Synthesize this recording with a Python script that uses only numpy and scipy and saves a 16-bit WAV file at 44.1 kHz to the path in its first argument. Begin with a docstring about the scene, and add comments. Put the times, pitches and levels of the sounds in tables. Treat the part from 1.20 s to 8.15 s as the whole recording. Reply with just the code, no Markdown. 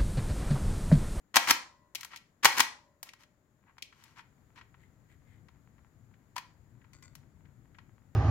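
"""Two hard plastic clacks each time a hand-held labeling gun is squeezed and released, close up in a small room.
Staged blows and scrapes excite a resonant shell; after each release two springs ring on as dying sines.
Labels are dabbed onto a palm; knocks and skin slides follow as the gun is turned over in the hands.
The print-setting knob is rubbed as filtered friction, then knocks into notches and plucks its detent spring.
Underneath lie faint creaks, a diffuse room tail, a thin hiss and a lumpy low rumble on the left."""
import sys
import numpy as np
from scipy import signal
from scipy.fft import rfft, irfft
from scipy.io import wavfile
from scipy.ndimage import uniform_filter1d

SR = 44100
rng = np.random.default_rng(int(sys.argv[2]) if len(sys.argv) > 2 else 0)


def transcribe(signal):
    """Save signal, clipped to [-1, 1], as a 16-bit WAV file at the path in sys.argv[1]."""
    frames = np.atleast_2d(signal).T
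    limited = np.clip(frames, -1, 1)
    pcm = np.round(limited * 32767).astype(np.int16)
    wavfile.write(sys.argv[1], SR, pcm)


N = 306495  # length in samples

# The trigger hits its stop: (t/s, level/dB, stroke slowness as a factor)
SQUEEZES = [(0.1662, -4, 1.04), (1.2536, -2, .95)]
# The trigger snaps back: (t/s, level/dB, stroke slowness as a factor, long spring level/dB, short spring level/dB)
RETURNS = [(0.3089, -6, 1.1, -77, -47.5), (1.4045, -7, .9, -73, -54)]
# A squeeze takes up slack, trips the pawl, stamps and rebounds:
# (t from the stop/s at slowness 1, relative level/dB, rattle t60/s, low edge f/Hz, treble tilt/dB per octave)
SQUEEZE_STAGES = [(-.0235, -27, .05, 871.2, -4.5), (-.0087, -9, 0.048, 870, 1.5),
                  (0, 0.5, 0.019, 696.5, -0.5), (.0025, -7.5, .04, 658.5, -1.5)]
# A return lets go, drops the pawl, catches the strip and hits the rest: (same columns and units)
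RETURN_STAGES = [(-.033, -19.5, .06, 951, -9.5), (-.0115, -10.5, .05, 873.4, -1.5),
                 (-.003, -4.5, .028, 855, 1), (0, 0.5, 0.021, 857.6, 0.87)]
# Long spring modes: (f/Hz, relative level/dB, t60/s)
LONG_SPRING = [(563.5, -0.5, 3), (606, 0.5, 4)]
# Short spring modes: (f/Hz, relative level/dB, t60/s)
SHORT_SPRING = [(982, -1, 0.89), (1057, -7, 0.85), (1953.6, -16.5, 1), (4046, -20.5, 0.7)]
FEED_S, FEED_DB = 0.028, -30  # the strip is pulled through just before the stamp
HOLD_DB, HOLD_GRAIN_DB = -35, 3.5  # the loaded lever scrapes between stamp and return
RECOIL_S, RECOIL_DB = 0.042, -21  # the lever slides back just before its rest
SPRING_WAVER_DB, SPRING_WAVER_S = 2.5, 0.06  # the springs chatter on their hooks


def trigger():
    """Each cycle feeds the strip, stamps, scrapes while held and snaps back; the springs ring on."""
    out = np.zeros((2, N))
    for squeeze, release in zip(SQUEEZES, RETURNS):
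        stamp_s, stamp_db, stamp_slowness = squeeze
        rest_s, rest_db, rest_slowness, long_db, short_db = release
        out += clack(SQUEEZE_STAGES, stamp_s, stamp_db, stamp_slowness)
        out += clack(RETURN_STAGES, rest_s, rest_db, rest_slowness)

        feed = scrape(FEED_S, stamp_db + FEED_DB, tilt_db=-4.0)
        hold = scrape(rest_s - stamp_s, stamp_db + HOLD_DB, tilt_db=-2.0, grain_db=HOLD_GRAIN_DB)
        recoil = scrape(RECOIL_S, rest_db + RECOIL_DB, tilt_db=-0.53)
        add(out, stamp_s - FEED_S, feed)
        add(out, stamp_s, hold)
        add(out, rest_s - RECOIL_S, recoil)

        springs = amp(long_db) * ring(LONG_SPRING, length=2)
        springs += amp(short_db) * ring(SHORT_SPRING, length=2)
        add(out, rest_s, springs * waver(2 * SR, SPRING_WAVER_DB, SPRING_WAVER_S))
    return out


def clack(stages, stop_s, db, slowness):
    """The mechanism strikes its parts in a fixed order; a slower stroke spreads the blows out."""
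    out = np.zeros((2, N))
    for offset_s, stage_db, t60, edge_hz, tilt_db in stages:
        struck = shell(blow(t60, rise_s=0.00078), edge_hz, tilt_db, push_db=4)
        add(out, stop_s + slowness * offset_s, amp(db + stage_db) * struck)
    return out


# A label is dabbed onto the palm: (t/s, level/dB, peel level/dB, peel treble tilt/dB per octave)
DABS = [(0.749, -32.5, -51, -6.5), (1.8292, -33.5, -62, -1.5)]
ROLL_S, ROLL_DB = 0.09, -25.5  # the nose rolls over the skin, level relative to the dab
PEEL_AFTER_S, PEEL_S = 0.188, 0.087  # from dab to middle of the peel, and the peel's length


def dabs():
    """The nose touches the palm, rolls over it and lets the label peel off its backing."""
    out = np.zeros((2, N))
    for s, db, peel_db, peel_tilt_db in DABS:
        add(out, s, tick(db, edge_hz=540, tilt_db=6))
        add(out, s, scrape(ROLL_S, db + ROLL_DB, tilt_db=-1.5))
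        add(out, s + PEEL_AFTER_S - PEEL_S / 2, scrape(PEEL_S, peel_db, peel_tilt_db))
    return out


# Loose parts and fingers knock on the shell: (t/s, level/dB, low edge f/Hz, treble tilt/dB per octave)
TICKS = [(0.7532, -26.5, 2180, -1.5), (0.809, -37, 1800, 2.5), (0.8308, -35, 1060, -1),
         (0.847, -35.5, 850, 3), (0.9328, -35.5, 1020, -11), (0.96, -37, 1814, -1),
         (0.9716, -42.5, 2540, -2), (1.8894, -40, 1980, -5), (1.934, -44.5, 880, -1.5),
         (2.034, -51, 1200, -2.5), (2.581, -43, 864, -5.5), (2.6225, -31, 2280, -3.5),
         (2.7243, -46.5, 990, -10), (2.838, -49.5, 1193, 3), (2.991, -37, 920, -12), (3.358, -52, 1102, -5),
         (3.4107, -40, 952, -12), (3.541, -42, 870, -18.5), (4.284, -49.5, 886.5, -8),
         (4.579, -53, 990, -16), (4.9378, -52, 1435, -16), (5.613, -47, 1460, -21.5),
         (5.642, -47, 890, -16.5), (5.9521, -44.5, 903, 3.5), (6.252, -52, 1400, -15.5),
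         (6.545, -45.5, 1400, -17), (6.5841, -41, 861, -11)]


def ticks():
    """Light contacts set the shell ringing in single knocks as the gun is moved about."""
    out = np.zeros((2, N))
    for s, db, edge_hz, tilt_db in TICKS:
        add(out, s, tick(db, edge_hz, tilt_db))
    return out


# The hands shift their grip: (middle t/s, length t/s, level/dB, treble tilt/dB per octave)
SLIDES = [(2.491, 0.091, -65.5, -24), (2.845, 0.34, -65, -2.5), (2.989, 0.084, -54, -6.5),
          (3.382, 0.068, -54.5, -8)]


def slides():
    """Skin slides over the shell as the grip changes, a grainy friction."""
    out = np.zeros((2, N))
    for s, length, db, tilt_db in SLIDES:
        add(out, s - length / 2, scrape(length, db, tilt_db, grain_db=2.0))
    return out


# Fingertips rub the knob: (middle t/s, length t/s, level/dB)
RUBS = [(3.629, 0.13, -74), (3.918, 0.09, -72.5), (4.119, .26, -77)]
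# Resonances of the rubbed knob: (f/Hz, width f/Hz, relative level/dB)
KNOB_BODY = [(1990, 266, 10.5), (3020, 160, -4.5), (6970, 760, -9.5), (12220, 2100, -18.5)]
# The knob snaps into a notch: (t/s, ring level/dB, click level/dB)
KNOCKS = [(5.1633, -30.5, -32), (5.18, -35, -30)]
# Modes of the knob in its notch: (f/Hz, relative level/dB, t60/s)
NOTCH_MODES = [(972, 0.5, 0.049), (1076, -5.5, 0.033), (1770, -13.5, 0.093), (2470, -19, 0.12),
               (3330, -23, 0.1), (4660, -12, 0.056)]
# The turning knob plucks the detent spring: (t/s, level/dB)
PLUCKS = [(5.732, -53.5), (5.824, -52.5)]
# Modes of the detent spring: (f/Hz, relative level/dB, t60/s)
DETENT_MODES = [(1070, -6, 0.17), (1450, -13.5, 0.33), (2030, -6, 0.2), (2380, -6, 0.12), (3580, -21, 0.34),
                (4540, -10.5, 0.27), (4700, -11, 0.17), (5760, -10, 0.16), (6100, -9, .12),
                (7000, -3, 0.18), (7600, -5, 0.2), (7400, -9, 0.086)]
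TURN_S, TURN_DB = 0.014, -17.5  # the knob rides its ramp around each snap, level relative to the click


def knob(chatter_db=6.5, pluck_click_db=-0.5):
    """Fingers rub the setting knob; it knocks into its notches and twangs its detent spring."""
    out = np.zeros((2, N))
    for s, length, db in RUBS:
        drive = friction(length, grain_db=4.5)
        rub = np.zeros_like(drive)
        for hz, width, mode_db in KNOB_BODY:
            b, a = signal.iirpeak(hz, hz / width, SR)
            rub += amp(mode_db) * signal.lfilter(b, a, drive)
        add(out, s - length / 2, amp(db) * evened(rub))
    for s, ring_db, click_db in KNOCKS:
        add(out, s - TURN_S / 2, scrape(TURN_S, click_db + TURN_DB, tilt_db=-1))
        add(out, s, amp(ring_db) * ring(NOTCH_MODES, length=0.3))
        add(out, s, tick(click_db, edge_hz=890, tilt_db=-1.5, t60=0.031))
    for s, db in PLUCKS:
        # the loose spring chatters against its seat, which roughens the ring
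        chatter = waver(SR, chatter_db, period_s=0.0027)
        add(out, s, amp(db) * chatter * ring(DETENT_MODES, length=1))
        add(out, s, tick(db + pluck_click_db, edge_hz=1400, tilt_db=0.6))
    return out


def handling(per_s=40, spread_db=7.0, db=-63):
    """From 2.4 s on, the held shell gives off faint creaks: impulses at random moments and sizes."""
    busy = np.arange(N) > 2.4 * SR
    sizes = amp(spread_db * np.minimum(rng.exponential(1, N), 3))
    signs = rng.choice([-1, 1], N)
    struck = rng.random(N) < per_s / SR
    creaks = sizes * signs * busy * struck
    return amp(db) * shell(np.array([creaks, creaks]), edge_hz=780, tilt_db=-24.0, push_db=-6)[:, :N]


def tick(db, edge_hz, tilt_db, t60=0.03, softening_db=1.13):
    """A light contact rings the shell with little bass; the duller the touch, the slower it builds."""
    contact = blow(t60, rise_s=0.00079 * amp(-softening_db * tilt_db))
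    return amp(db) * shell(contact, edge_hz, tilt_db, push_db=-6.5)


def scrape(length, db, tilt_db, grain_db=3.5):
    """One sliding stroke, heard through the shell."""
    return amp(db) * shell(friction(length, grain_db), edge_hz=860, tilt_db=tilt_db, push_db=-0.5)


# Colour of a blow on the shell: (f/Hz, relative level/dB)
SHELL_COLOUR = [(700, 0), (1100, -1.5), (1600, -3), (2300, -2), (3200, -6), (3800, -5.5), (5200, -4),
                (7000, -6.5), (8500, -12.5), (10500, -13), (13000, -12), (16000, -19)]
# Hollow plastic resonances: (f/Hz, width f/Hz, boost level/dB)
CAVITIES = [(746, 72, 3), (926, 46, 5), (1055, 110, 4.5), (1347.6, 39, 7), (1602, 140, 3.5),
            (1921.3, 82, 7.5), (2175, 81, 2.5), (2360, 270, 2), (2700, 61, 2), (2980, 90, 4.5),
            (3242, 100, 7), (4165, 51, 6), (5500, 140, 0.5)]
# Push of the whole body, heard below the low edge: (f/Hz, relative level/dB)
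PUSH = [(30, -40), (90, -19), (180, -21.5), (260, -11), (360, -15), (460, -17.5), (700, -21), (1500, -45.5)]


def shell(drive, edge_hz, tilt_db, push_db, size=4096):
    """The plastic shell's causal response; small parts have a high low edge, soft touches little treble."""
    hz = abs(np.fft.fftfreq(size, 1 / SR))
    peaks_db = sum(db / (1 + (2 * (hz - f) / width) ** 2) for f, width, db in CAVITIES)
    radiated = 1 / np.sqrt(1 + (edge_hz / (hz + 1)) ** 20)
    pushed = amp(read(PUSH, hz) + push_db)
    octaves_up = np.log2(1 + (hz / 2300) ** 4) / 4  # bends in softly around 2300 Hz
    colour = amp(read(SHELL_COLOUR, hz) + peaks_db + tilt_db * octaves_up)
    gain = evened((radiated + pushed) * colour)
    # minimum phase: the phase follows from the log gain, so the hit starts at once
    response = np.fft.ifft(np.exp(np.conj(signal.hilbert(np.log(gain))))).real
    return signal.fftconvolve(drive, response[None, :size // 2], axes=1)


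def blow(t60, rise_s, size=4096, count=4):
    """One contact scatters into a fast-dying rattle of tiny impacts that drives all frequencies evenly."""
    t = np.arange(size) / SR
    shape = (1 - np.exp(-t / rise_s)) * amp(-60 * t / t60)
    burst = noise_pair(size, alike_hz=2650) * shape
    for _ in range(count):
        # flatten the spectrum, then restore the envelope
        white = irfft(np.exp(1j * np.angle(rfft(burst))), size)
        power = abs(uniform_filter1d(white ** 2, size=80))
        burst = white * shape / np.sqrt(power + 1e-14)
    return burst


def friction(length, grain_db):
    """Grainy noise that swells and fades with one stroke."""
    size = int(length * SR)
    grains = amp(grain_db * evened(uniform_filter1d(rng.standard_normal(SR), size=60)))
    rough = noise_pair(SR, alike_hz=2000) * grains
    return evened(rough[:, :size]) * np.hanning(size)


def ring(modes, length, contact_s=0.0011):
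    """Dying sines that build up during the contact, with their own phase in each channel."""
    t = np.arange(int(length * SR)) / SR
    sines = np.zeros((2, len(t)))
    for hz, db, t60 in modes:
        phase = rng.random() + rng.random((2, 1)) / 5  # in cycles
        sines += amp(db - 60 * t / t60) * np.sin(2 * np.pi * (hz * t + phase))
    return sines * (1 - np.exp(-(t / contact_s) ** 2))


def waver(size, db, period_s):
    """A gain that wanders at random about 1."""
    wander = uniform_filter1d(rng.standard_normal(size), size=max(int(period_s * SR), 1))
    return evened(amp(db * evened(wander)))


def noise_pair(size, alike_hz):
    """White noise in two channels: alike below alike_hz, growing unrelated above."""
    a, b = rfft(rng.standard_normal((2, size)))
    same = 0.95 / (1 + (np.fft.rfftfreq(size, 1 / SR) / alike_hz) ** 2)
    return irfft(np.array([a, same * a + np.sqrt(1 - same ** 2) * b]), size)


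def amp(db):
    """Decibels to gain."""
    return 10 ** (np.asarray(db) / 20)


def evened(x):
    """Scales to rms 1."""
    return x / np.sqrt(np.mean(x ** 2) + 1e-20)


def read(points, hz):
    """Reads a curve on a log-frequency axis."""
    f, value = np.transpose(points)
    return np.interp(np.log(hz + 1), np.log(f + 1), value)


def add(mix, s, sound):
    """Mixes a stereo sound in at time s."""
    part = mix[:, max(round(s * SR), 0):][:, :sound.shape[1]]
    part += sound[:, :part.shape[1]]


def panned(db):
    """Gains of the two channels for a left-right difference."""
    return amp([[db / 2], [-db / 2]])


# Decay of the room: (f/Hz, t60/s)
ROOM_T60 = [(150, 0.25), (500, 0.47), (1000, 0.37), (2500, 0.3), (5000, 0.33), (8000, 0.32), (15000, 0.13)]
# Room tail against the direct sound, before panning: (f/Hz, level/dB)
ROOM_DB = [(100, -12), (400, -7.5), (1000, -10), (2500, -6.5), (5000, -9.5), (9000, -12.5), (15000, -9)]


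def room(x, build_s=0.0056):
    """A diffuse tail that builds up quickly and dies band by band."""
    hz, t, z = signal.stft(noise_pair(SR, alike_hz=1710), SR, nperseg=256)
    t60 = read(ROOM_T60, hz)[:, None]
    decay = np.exp(-np.log(1000) * t / t60)
    unit_energy = np.sqrt(2 * np.log(1000) / (t60 * SR))
    build = 1 - np.exp(-(t / build_s) ** 2)
    z *= amp(read(ROOM_DB, hz))[:, None] * decay * unit_energy * build
    tail = signal.istft(z, SR, nperseg=256)[1]
    return signal.fftconvolve(x, tail, axes=1)[:, :N] * panned(db=2.24)


# Hiss colour: (f/Hz, relative level/dB per Hz)
HISS = [(20, -12.5), (55, -0.5), (130, 1.5), (300, -4.5), (500, -12.5), (1000, -15), (1900, -17.5),
        (2700, -27.5), (4500, -30.5), (6100, -32), (7000, -18.5), (8300, -37), (12500, -31), (16000, -34.5)]
# Hiss level before panning: (t/s, level/dB)
HISS_DB = [(0, -71), (1.1, -70.5), (2.3, -71.5), (3.199, -67.5), (6.95, -68)]
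# Rumble colour: (f/Hz, relative level/dB per Hz)
RUMBLE = [(20, -19.5), (45, -3.5), (70, -1.5), (115, 4.5), (180, -6), (260, -10), (400, -23.5), (700, -31),
          (1500, -60)]
# Rumble level before lumps and panning: (t/s, level/dB)
RUMBLE_DB = [(2.3, -85.5), (2.57, -78), (4.25, -62), (4.71, -69.5), (4.81, -62), (5.07, -69.5),
             (5.86, -61.5), (6.95, -63.5)]


def background(lumps_db=1.0):
    """Quiet room tone with a thin hiss, and a lumpy low rumble that comes up on the left."""
    t = np.arange(N) / SR
    rates_hz = np.geomspace(3, 14, 12)
    lumps = evened(sum(np.sin(2 * np.pi * (rate * t + rng.random())) for rate in rates_hz))
    rumble = steady(RUMBLE, RUMBLE_DB, alike_hz=900) * amp(lumps_db * lumps) * panned(db=12.5)
    hiss = steady(HISS, HISS_DB, alike_hz=712.8) * panned(db=6.0)
    return hiss + rumble


def steady(spectrum, levels, alike_hz):
    """Coloured noise that follows a level curve."""
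    colour = amp(read(spectrum, np.fft.rfftfreq(N, 1 / SR)))
    noise = irfft(rfft(noise_pair(N, alike_hz)) * colour, N)
    return evened(noise) * amp(np.interp(np.arange(N) / SR, *np.transpose(levels)))


# The gun's side as it is moved, positive to the left: (t/s, left-right level/dB)
PLACE = [(0.299, 3.5), (0.803, 6.5), (1.302, 3), (2.598, 6), (4, 6.5), (6.901, 8)]


def scene():
    """The gun, held a little to the left, its room and the background."""
    gun = trigger() + dabs() + ticks() + slides() + knob() + handling()
    side_db = np.interp(np.arange(N) / SR, *np.transpose(PLACE))
    left = gun[0] * amp(side_db / 2)
    right = np.roll(gun[1], 3) * amp(-side_db / 2)  # arrives 3 samples later
    return np.array([left, right]) + room(gun) + background()


def record(dry):
    """Soft overload on the highest peaks, then the band limit."""
    low_pass = signal.firwin(511, 16200, window=("kaiser", 9), fs=SR)  # edge in Hz
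    return signal.oaconvolve(np.tanh(dry), low_pass[None], "same")


dry = scene()
out = record(dry)
transcribe(out)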